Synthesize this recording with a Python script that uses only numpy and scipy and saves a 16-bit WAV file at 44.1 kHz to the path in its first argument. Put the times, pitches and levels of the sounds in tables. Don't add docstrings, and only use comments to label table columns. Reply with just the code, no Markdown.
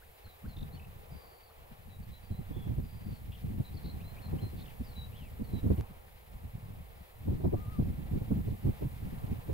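import sys
import numpy as np
from scipy import signal
from scipy.fft import rfft, irfft, next_fast_len
from scipy.io import wavfile
from scipy.ndimage import uniform_filter1d

SR = 44100
rng = np.random.default_rng(int(sys.argv[2]) if len(sys.argv) > 2 else 0)


def dump_mix(stems):
    frames = np.atleast_2d(stems).T
    limited = np.clip(frames, -1, 1)
    pcm = np.round(limited * 32767).astype(np.int16)
    wavfile.write(sys.argv[1], SR, pcm)


N = 420273
T = np.arange(N) / SR
HZ = np.fft.rfftfreq(N, 1 / SR)

# t/s, strength/dB
BREEZE_DB = [(0.0, -64), (0.3, -64.5), (0.62, -47.5), (1.55, -66), (1.9, -53), (2.18, -55), (2.55, -42),
             (3.2, -48), (4.4, -42), (4.74, -51), (4.95, -44.5), (5.7, -45.5), (6.05, -60), (6.65, -49),
             (7.08, -63), (7.3, -38.5), (8.35, -38), (8.6, -47.5), (9.53, -40)]
# t/s, hold/s, strength/dB, eddy rasp/dB
WIND_BUFFETS = [(0.26, 0.0065, -47, -73), (0.446, 0.042, -40, -71), (0.57, 0.1, -41.5, -60),
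                (0.74, 0.012, -37.5, -62), (0.864, 0.035, -46, -70), (0.96, 0.014, -47, -72),
                (1.119, 0.041, -45.5, -75), (1.715, 0.012, -47, -79), (2.001, 0.03, -44, -76),
                (2.092, 0.023, -42.5, -74), (2.307, 0.018, -38, -56), (2.393, 0.011, -36.5, -59),
                (2.511, 0.021, -36.5, -53), (2.568, 0.0085, -35.5, -50.5), (2.675, 0.064, -33, -54),
                (2.785, 0.022, -28.5, -50.5), (3.061, 0.061, -36, -58), (3.28, 0.022, -41, -70),
                (3.442, 0.17, -34.5, -65), (3.748, 0.016, -39.5, -54), (3.848, 0.03, -34.5, -54),
                (3.94, 0.026, -37.5, -67), (4.333, 0.023, -29, -42.5), (4.425, 0.038, -32, -48),
                (4.532, 0.099, -40.5, -52.5), (4.809, 0.011, -36, -73), (5.397, 0.024, -33, -56),
                (5.54, 0.026, -29, -46), (5.643, 0.038, -27, -52), (5.703, 0.017, -24.5, -45),
                (5.786, 0.01, -30, -45), (5.905, 0.0077, -45.5, -69.5), (6.335, 0.017, -46.5, -76),
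                (6.443, 0.025, -40, -75), (6.55, 0.017, -42.5, -69), (6.656, 0.16, -44, -71),
                (7.007, 0.012, -49.5, -68), (7.281, 0.054, -30.5, -43), (7.406, .01, -38.5, -44.5),
                (7.448, 0.018, -27.5, -32), (7.535, 0.026, -29, -31), (7.793, 0.025, -28, -41),
                (7.875, .07, -33, -60), (8.116, 0.017, -35, -62), (8.158, .02, -28.5, -50),
                (8.215, 0.077, -35.5, -45), (8.313, 0.014, -26.5, -45), (8.36, 0.028, -28.5, -52),
                (8.483, 0.035, -28, -45), (8.651, 0.041, -26.5, -44), (8.823, 0.046, -33, -39),
                (9.024, 0.052, -38, -61), (9.125, 0.027, -35.5, -65), (9.24, 0.014, -34.5, -62),
                (9.289, 0.042, -35.5, -63), (9.493, .03, -33, -42)]
# t/s, left minus right/dB
WIND_LEAN_DB = [(0.0, 0.5), (1.9, 0.5), (2.3, -4), (2.8, -2.5), (3.6, 1.3), (4.2, -1.5), (5.35, -0.5),
                (5.7, -5), (6.1, 0), (7.3, -0.9), (8.1, -1.5), (8.7, -1.5), (9.53, -1.5)]
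# f/Hz, relative density/dB
RUMBLE_SPECTRUM = [(15, -3.5), (40, 0), (75, 4.5), (110, 1.5), (150, -2.5), (195, -5.5), (240, -10.5),
                   (330, -20), (430, -26.5), (620, -38.5), (1000, -46.5), (1500, -59), (3000, -100)]
# f/Hz, side minus mid/dB
RUMBLE_WIDTH = [(22, -20), (65, -9.5), (110, -9), (190, 0), (380, 4.5), (1300, 2.5)]
# f/Hz, relative density/dB
RASP_SPECTRUM = [(150, -29), (300, 16.5), (500, 4.5), (800, -5.5), (1200, -19.5), (2000, -51), (4000, -51)]
# f/Hz, relative density/dB
TREE_SPECTRUM = [(150, -16), (300, -6), (470, 6), (590, 0.5), (750, 4), (920, -0.5), (1150, -4),
                 (1500, -8.5), (1800, -4.5), (2250, -4), (3100, -8), (4000, -9.5), (5500, -17), (8000, -30)]
# f/Hz, side minus mid/dB
TREE_WIDTH = [(200, -8), (380, 0.5), (700, 0.5), (1400, 5), (1800, 1.5), (2300, 3), (3200, 1), (4500, -1),
              (8000, 1)]
# t/s, level/dB
ROAR_DB = [(0.0, -64), (0.8, -61), (1.6, -63.5), (2.7, -61.5), (3.4, -63.5), (3.9, -57.5), (4.5, -60.5),
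           (5.3, -59.5), (5.8, -57.5), (6.1, -63), (7.1, -62), (8.0, -61.5), (9.53, -57)]
# t/s, relative level/dB
SWELL_DB = [(0.05, -66), (1.2, -66), (1.5, -67.5), (2.7, -65.5), (4.64, -63.5), (5.41, -65), (5.8, -62.5),
            (5.83, -66.5), (6.8, -66.5), (7.85, -65), (8.87, -63), (9.48, -63.5)]
# f/Hz, relative density/dB
HISS_SPECTRUM = [(3000, -16.5), (6000, -16), (7200, -9), (8000, -10.5), (9000, -6.5), (11000, -4),
                 (13200, -1), (14200, -2), (15500, 0)]
# f/Hz, side minus mid/dB
HISS_WIDTH = [(5000, -7), (8000, -5.5), (12000, -9), (14500, -11), (16000, -49)]
# f/Hz, level/dB
WHINES = [(13200, -84), (15625, -85)]
# t/s, level/dB, middle f/Hz
LOW_PEEPS = [(0.008, -67.5, 1560), (0.255, -71, 1560), (0.437, -64.5, 1420), (1.485, -68, 1155)]
# t/s, length/s, level/dB, start f/Hz, middle f/Hz, end f/Hz
SONG_CHIRPS = [(0.231, 0.12, -70, 4470, 4030, 3750), (0.472, 0.082, -69, 4550, 4200, 3900),
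               (0.716, 0.062, -68, 3700, 4400, 4100), (0.769, 0.016, -67, 3030, 3040, 3000),
               (1.888, 0.1, -70.5, 4010, 3880, 3880), (2.015, 0.041, -75.5, 4850, 4500, 4430),
               (2.214, 0.08, -74.5, 4190, 4680, 4000), (2.304, .095, -70, 4060, 3980, 4260),
               (3.343, 0.023, -64, 3640, 3160, 2500), (3.734, 0.031, -70, 4270, 4680, 5400),
               (3.76, .035, -62.5, 4850, 4300, 4100), (3.99, 0.04, -67.5, 2190, 2580, 3450),
               (4.033, 0.1, -67, 3880, 4100, 4130), (4.151, 0.056, -64, 2650, 2390, 3640),
               (4.211, 0.087, -65, 4297, 4200, 3970), (4.374, 0.036, -66, 2380, 3026, 3450),
               (4.404, 0.093, -61.5, 4170, 4140, 4130), (4.947, 0.12, -57.2, 3970, 3907, 3900),
               (5.114, 0.067, -68.5, 2376, 2950, 3530), (5.52, 0.093, -63, 4034, 3950, 3840)]
# t/s, count, spacing/s, level/dB, start f/Hz, end f/Hz, pitch ratio per pip
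SONG_PIP_RUNS = [(0.563, 4, .0205, -60.3, 4060, 3400, 1), (0.793, 3, .025, -64, 2450, 2780, 1),
                 (4.654, 3, .0235, -63.5, 3800, 2650, .87), (5.772, 2, .023, -67, 3700, 2450, .86)]
# t/s, length/s, level/dB, start f/Hz, middle f/Hz, end f/Hz, rate/Hz, depth/Hz
SONG_TRILLS = [(1.102, .31, -73, 4870, 4600, 4500, 62, 110), (1.39, .13, -73.5, 4550, 4540, 4220, 62, 50),
               (2.111, .083, -67, 4040, 4010, 3990, 90, 80), (2.515, .17, -68.5, 3410, 3390, 3350, 36, 110),
               (2.821, .22, -77.5, 4850, 4740, 4700, 62, 100), (3.03, .17, -73, 4700, 4570, 4200, 62, 70),
               (3.313, .036, -64, 3150, 3030, 3000, 140, 380),
               (3.631, .075, -65.5, 3900, 3980, 3990, 85, 130),
               (3.822, .108, -63, 4220, 4130, 4250, 80, 330),
               (4.559, .085, -66.5, 4100, 4000, 3900, 135, 650),
               (4.825, .125, -71, 5450, 4500, 4060, 40, 130),
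               (5.148, .15, -66.5, 3550, 2950, 2000, 90, 120), (5.426, .1, -73, 4650, 4240, 4050, 40, 80)]
# t/s, length/s, level/dB, start f/Hz, middle f/Hz, end f/Hz
SCRATCHY_TICK = (6.072, .028, -70.5, 2100, 1700, 1300)
# t/s, f/Hz, level/dB
WHISTLE_CONTOUR = [(7.55, 1140, -66), (7.586, 1200, -61), (7.616, 1254, -61), (7.655, 1193, -61),
                   (7.695, 1236, -62), (7.73, 1279, -59), (7.77, 1186, -56.5), (7.795, 1150, -64)]


def amp(db):
    return 10 ** (np.asarray(db) / 20)


def unit_rms(x):
    return x / np.sqrt(np.mean(x ** 2) + 1e-20)


def lowpass(hz, corner_hz):
    return 1 / (1 + (hz / corner_hz) ** 4)


def spectral_gain(rows):
    hz, db = np.transpose(rows)
    return amp(np.interp(np.log(HZ + 1), np.log(hz + 1), db))


def follow(rows):
    return np.interp(T, *np.transpose(rows))


def add(mix, at_s, sound):
    part = mix[..., max(round(at_s * SR), 0):][..., :sound.shape[-1]]
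    part += sound[..., :part.shape[-1]]


def wander(rate_hz):
    steps = rng.standard_normal(N // 64 + 2)
    hz = np.fft.rfftfreq(len(steps), 64 / SR)
    slow = irfft(rfft(steps) * lowpass(hz, rate_hz), len(steps))
    return unit_rms(np.interp(np.arange(N) / 64, np.arange(len(steps)), slow))


def stereo_spectrum(colour, width, lag):
    a, b, c, d = rng.standard_normal((4, len(HZ)))
    mid, diffuse = a + 1j * b, c + 1j * d
    side = spectral_gain(width) * (-1j * lag * mid + np.sqrt(1 - lag ** 2) * diffuse)
    return np.array([mid + side, mid - side]) * unit_rms(spectral_gain(colour)) * np.sqrt(N / 2)


def to_samples(spectrum):
    size = next_fast_len(N + 1, True)
    nearest = np.minimum(np.round(np.arange(size // 2 + 1) * N / size).astype(int), N // 2)
    return irfft(spectrum[..., nearest], size)[..., :N] * np.sqrt(size / N)


def gusts(attack_s=0.01105, release_s=.021):
    power = np.zeros(N)
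    for at_s, hold_s, db, _ in WIND_BUFFETS:
        t = np.arange(-.05, hold_s + .15, 1 / SR)
        envelope = np.exp(np.minimum(t, 0) / attack_s - np.maximum(t - hold_s, 0) / release_s)
        add(power, at_s + t[0], (amp(db) * envelope) ** 2)
    breeze = amp(follow(BREEZE_DB) + 2.5 * wander(rate_hz=10.55))
    flutter = amp(1.14 * wander(rate_hz=17.6))
    return 10 * np.log10(breeze ** 2 + power * flutter ** 2)


def rumble(gust_db, level_db=-40, lumps_db=2.5):
    flow = stereo_spectrum(RUMBLE_SPECTRUM, RUMBLE_WIDTH, lag=0.24)
    strength_db = gust_db + 37 + lumps_db * wander(rate_hz=32)
    high = 1 - lowpass(HZ + 1, corner_hz=210)
    deep = lowpass(HZ, corner_hz=65)
    bands = [(deep, .6), (1 - high - deep, 1), (high, 1.553)]
    wind = sum(to_samples(flow * band) * amp(growth * strength_db) for band, growth in bands)
    return wind * amp(level_db)


def vortices(gust_db, gain_db=-9, lumps_db=4, shed_hz=108, octaves_per_db=.014):
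    octaves = octaves_per_db * (gust_db + 37) + .2 * wander(rate_hz=13.96)
    phase = 2 * np.pi * np.cumsum(shed_hz * 2 ** octaves) / SR
    ports = [np.sin(phase + 1.1 * wander(rate_hz=26)) * amp(lumps_db * wander(rate_hz=59))
             for _ in range(2)]
    return np.array(ports) * amp(gust_db + gain_db)


def trees(flicker_db=1.35):
    rush = stereo_spectrum(TREE_SPECTRUM, TREE_WIDTH, lag=.55)
    low = lowpass(HZ + 1, corner_hz=1500)
    roar_db = follow(ROAR_DB) + 0.1 + flicker_db * wander(rate_hz=2.5)
    rustle_db = 0.97 * (follow(SWELL_DB) + 67) - 66 + flicker_db * wander(rate_hz=27)
    return to_samples(rush * low) * amp(roar_db) + to_samples(rush * (1 - low)) * amp(rustle_db)


def camera_noise(flicker_db=.3):
    hiss_db = 1.11 * (follow(SWELL_DB) + 68) - 65.5 + flicker_db * wander(rate_hz=15)
    hiss = to_samples(stereo_spectrum(HISS_SPECTRUM, HISS_WIDTH, lag=0.13)) * amp(hiss_db)
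    return hiss + sum(amp(db) * np.sqrt(2) * np.sin(2 * np.pi * hz * T) for hz, db in WHINES)


def jitter_pair(count, span):
    return uniform_filter1d(rng.standard_normal((2, count)), span, mode="wrap") * np.sqrt(span)


def glide(length_s, db, start_hz, middle_hz, end_hz, trill_hz=0, depth_hz=0, edge_s=.02):
    t = np.arange(int(length_s * SR)) / SR
    u = t / length_s
    drift, haste = jitter_pair(len(t), span=256)
    trill_phase = 2 * np.pi * trill_hz * np.cumsum(1 + .15 * haste) / SR
    swing = 1 - .7 * u ** 2
    glide_hz = start_hz * (1 - u) * (1 - 2 * u) + 4 * middle_hz * u * (1 - u) + end_hz * u * (2 * u - 1)
    hz = (glide_hz + depth_hz * swing * np.sin(trill_phase)) * (1 + .007 * drift)
    rough = min(.05 + 2.5 * (abs(end_hz - start_hz) + depth_hz) / middle_hz, .45)
    a, b = jitter_pair(len(t), span=80)
    tone = (np.exp(2j * np.pi * np.cumsum(hz) / SR) * (1 + rough * (a + 1j * b))).real
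    arch = signal.windows.tukey(len(t), min(2 * edge_s / length_s, .7)) * (1 + .4 * np.sin(np.pi * u))
    throb = 1 + .55 * swing * np.cos(trill_phase)
    return amp(db) * unit_rms(arch * throb * tone)


def outdoors(x, pan_left_db=1.4, late_s=.000025, wet_db=-10, t60_s=.33):
    t = np.arange(SR // 2) / SR
    tail = rng.standard_normal((2, len(t))) * amp(-60 * t / t60_s) * (t > .012)
    tail /= np.linalg.norm(tail[0])
    direct = np.array([np.interp(T - late_s, T, x) * amp(pan_left_db), x * amp(-pan_left_db)])
    return direct + amp(wet_db) * signal.fftconvolve(x[None], tail, axes=1)[:, :N]


def windborne(x, gain_db=0.5, flutter_db=1.2):
    return outdoors(x * amp(gain_db + flutter_db * wander(rate_hz=60)))


def birdsong(trill_gain_db=1.1, pip_s=.014, peep_s=.038, peep_rise=0.283):
    song = np.zeros(N)
    for at_s, *shape in SONG_CHIRPS:
        add(song, at_s, glide(*shape))
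    for at_s, *shape in SONG_TRILLS:
        add(song, at_s, amp(trill_gain_db) * glide(*shape))
    for at_s, count, spacing_s, db, start_hz, end_hz, ratio in SONG_PIP_RUNS:
        glide_hz = np.array([start_hz, (start_hz + end_hz) / 2, end_hz])
        for k in range(count):
            add(song, at_s + k * spacing_s, glide(pip_s, db, *(glide_hz * ratio ** k)))
    for at_s, db, hz in LOW_PEEPS:
        add(song, at_s, glide(peep_s, db, hz * (1 - peep_rise), hz, hz * (1 + peep_rise)))
    return song


def eddies(median_hz=125, push_s=.008, rasp_s=0.012, rasp_gain_db=-1, delay_s=0.0048):
    pressure, rasp_envelope = np.zeros((2, N)), np.zeros(N)
    t = np.arange(-.04, .04, 1 / SR)
    push = np.exp(-(t / push_s) ** 2)
    for at_s, _, db, rasp_db in WIND_BUFFETS:
        detune, turn, skew = rng.standard_normal(3)
        hz = median_hz * np.exp(0.33 * detune)
        phase = 2 * np.pi * (hz * t + turn) + np.array([[-.5], [.5]]) * skew
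        start_s = at_s + delay_s + t[0]
        add(pressure, start_s, amp(db) * push * np.sin(phase))
        add(rasp_envelope, start_s, amp(rasp_db + rasp_gain_db) * np.exp(-(t / rasp_s) ** 2))
    return pressure + rasp_envelope * to_samples(stereo_spectrum(RASP_SPECTRUM, RUMBLE_WIDTH, lag=0.2))


def dry_tick(at_s=5.81, peak_db=-33, decay_s=0.00064):
    pulse, t = np.zeros(N), np.arange(400) / SR
    add(pulse, at_s, amp(peak_db) * np.exp(-t / decay_s))
    return pulse


def scratchy_tick():
    tick = np.zeros(N)
    at_s, *shape = SCRATCHY_TICK
    add(tick, at_s, glide(*shape))
    return tick


def far_whistle(waver=0.00806, edge_s=0.014):
    times_s, hz, db = np.transpose(WHISTLE_CONTOUR)
    pitch_hz = np.interp(T, times_s, hz) * (1 + waver * wander(rate_hz=90))
    gate = np.clip(np.minimum(T - times_s[0], times_s[-1] - T) / edge_s, 0, 1)
    call = gate * amp(np.interp(T, times_s, db)) * np.sin(2 * np.pi * np.cumsum(pitch_hz) / SR)
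    return outdoors(call, pan_left_db=6.5, late_s=0.00028, wet_db=-6.0, t60_s=0.32)


def scene(veer_db=0.9):
    gust_db = gusts()
    lean_db = follow(WIND_LEAN_DB) + veer_db * wander(rate_hz=8)
    port_gains = amp(lean_db * np.array([[.5], [-.5]]))
    wind = (rumble(gust_db) + vortices(gust_db) + eddies()) * port_gains
    bed = trees() + camera_noise()
    return wind + bed + windborne(birdsong() + scratchy_tick()) + dry_tick() + far_whistle()


def record(dry, cutoff_hz=15750):
    taps = signal.firwin(801, cutoff_hz, window=("kaiser", 9), fs=SR)
    return signal.oaconvolve(dry, taps[None], "same")


dry = scene()
out = record(dry)
dump_mix(out)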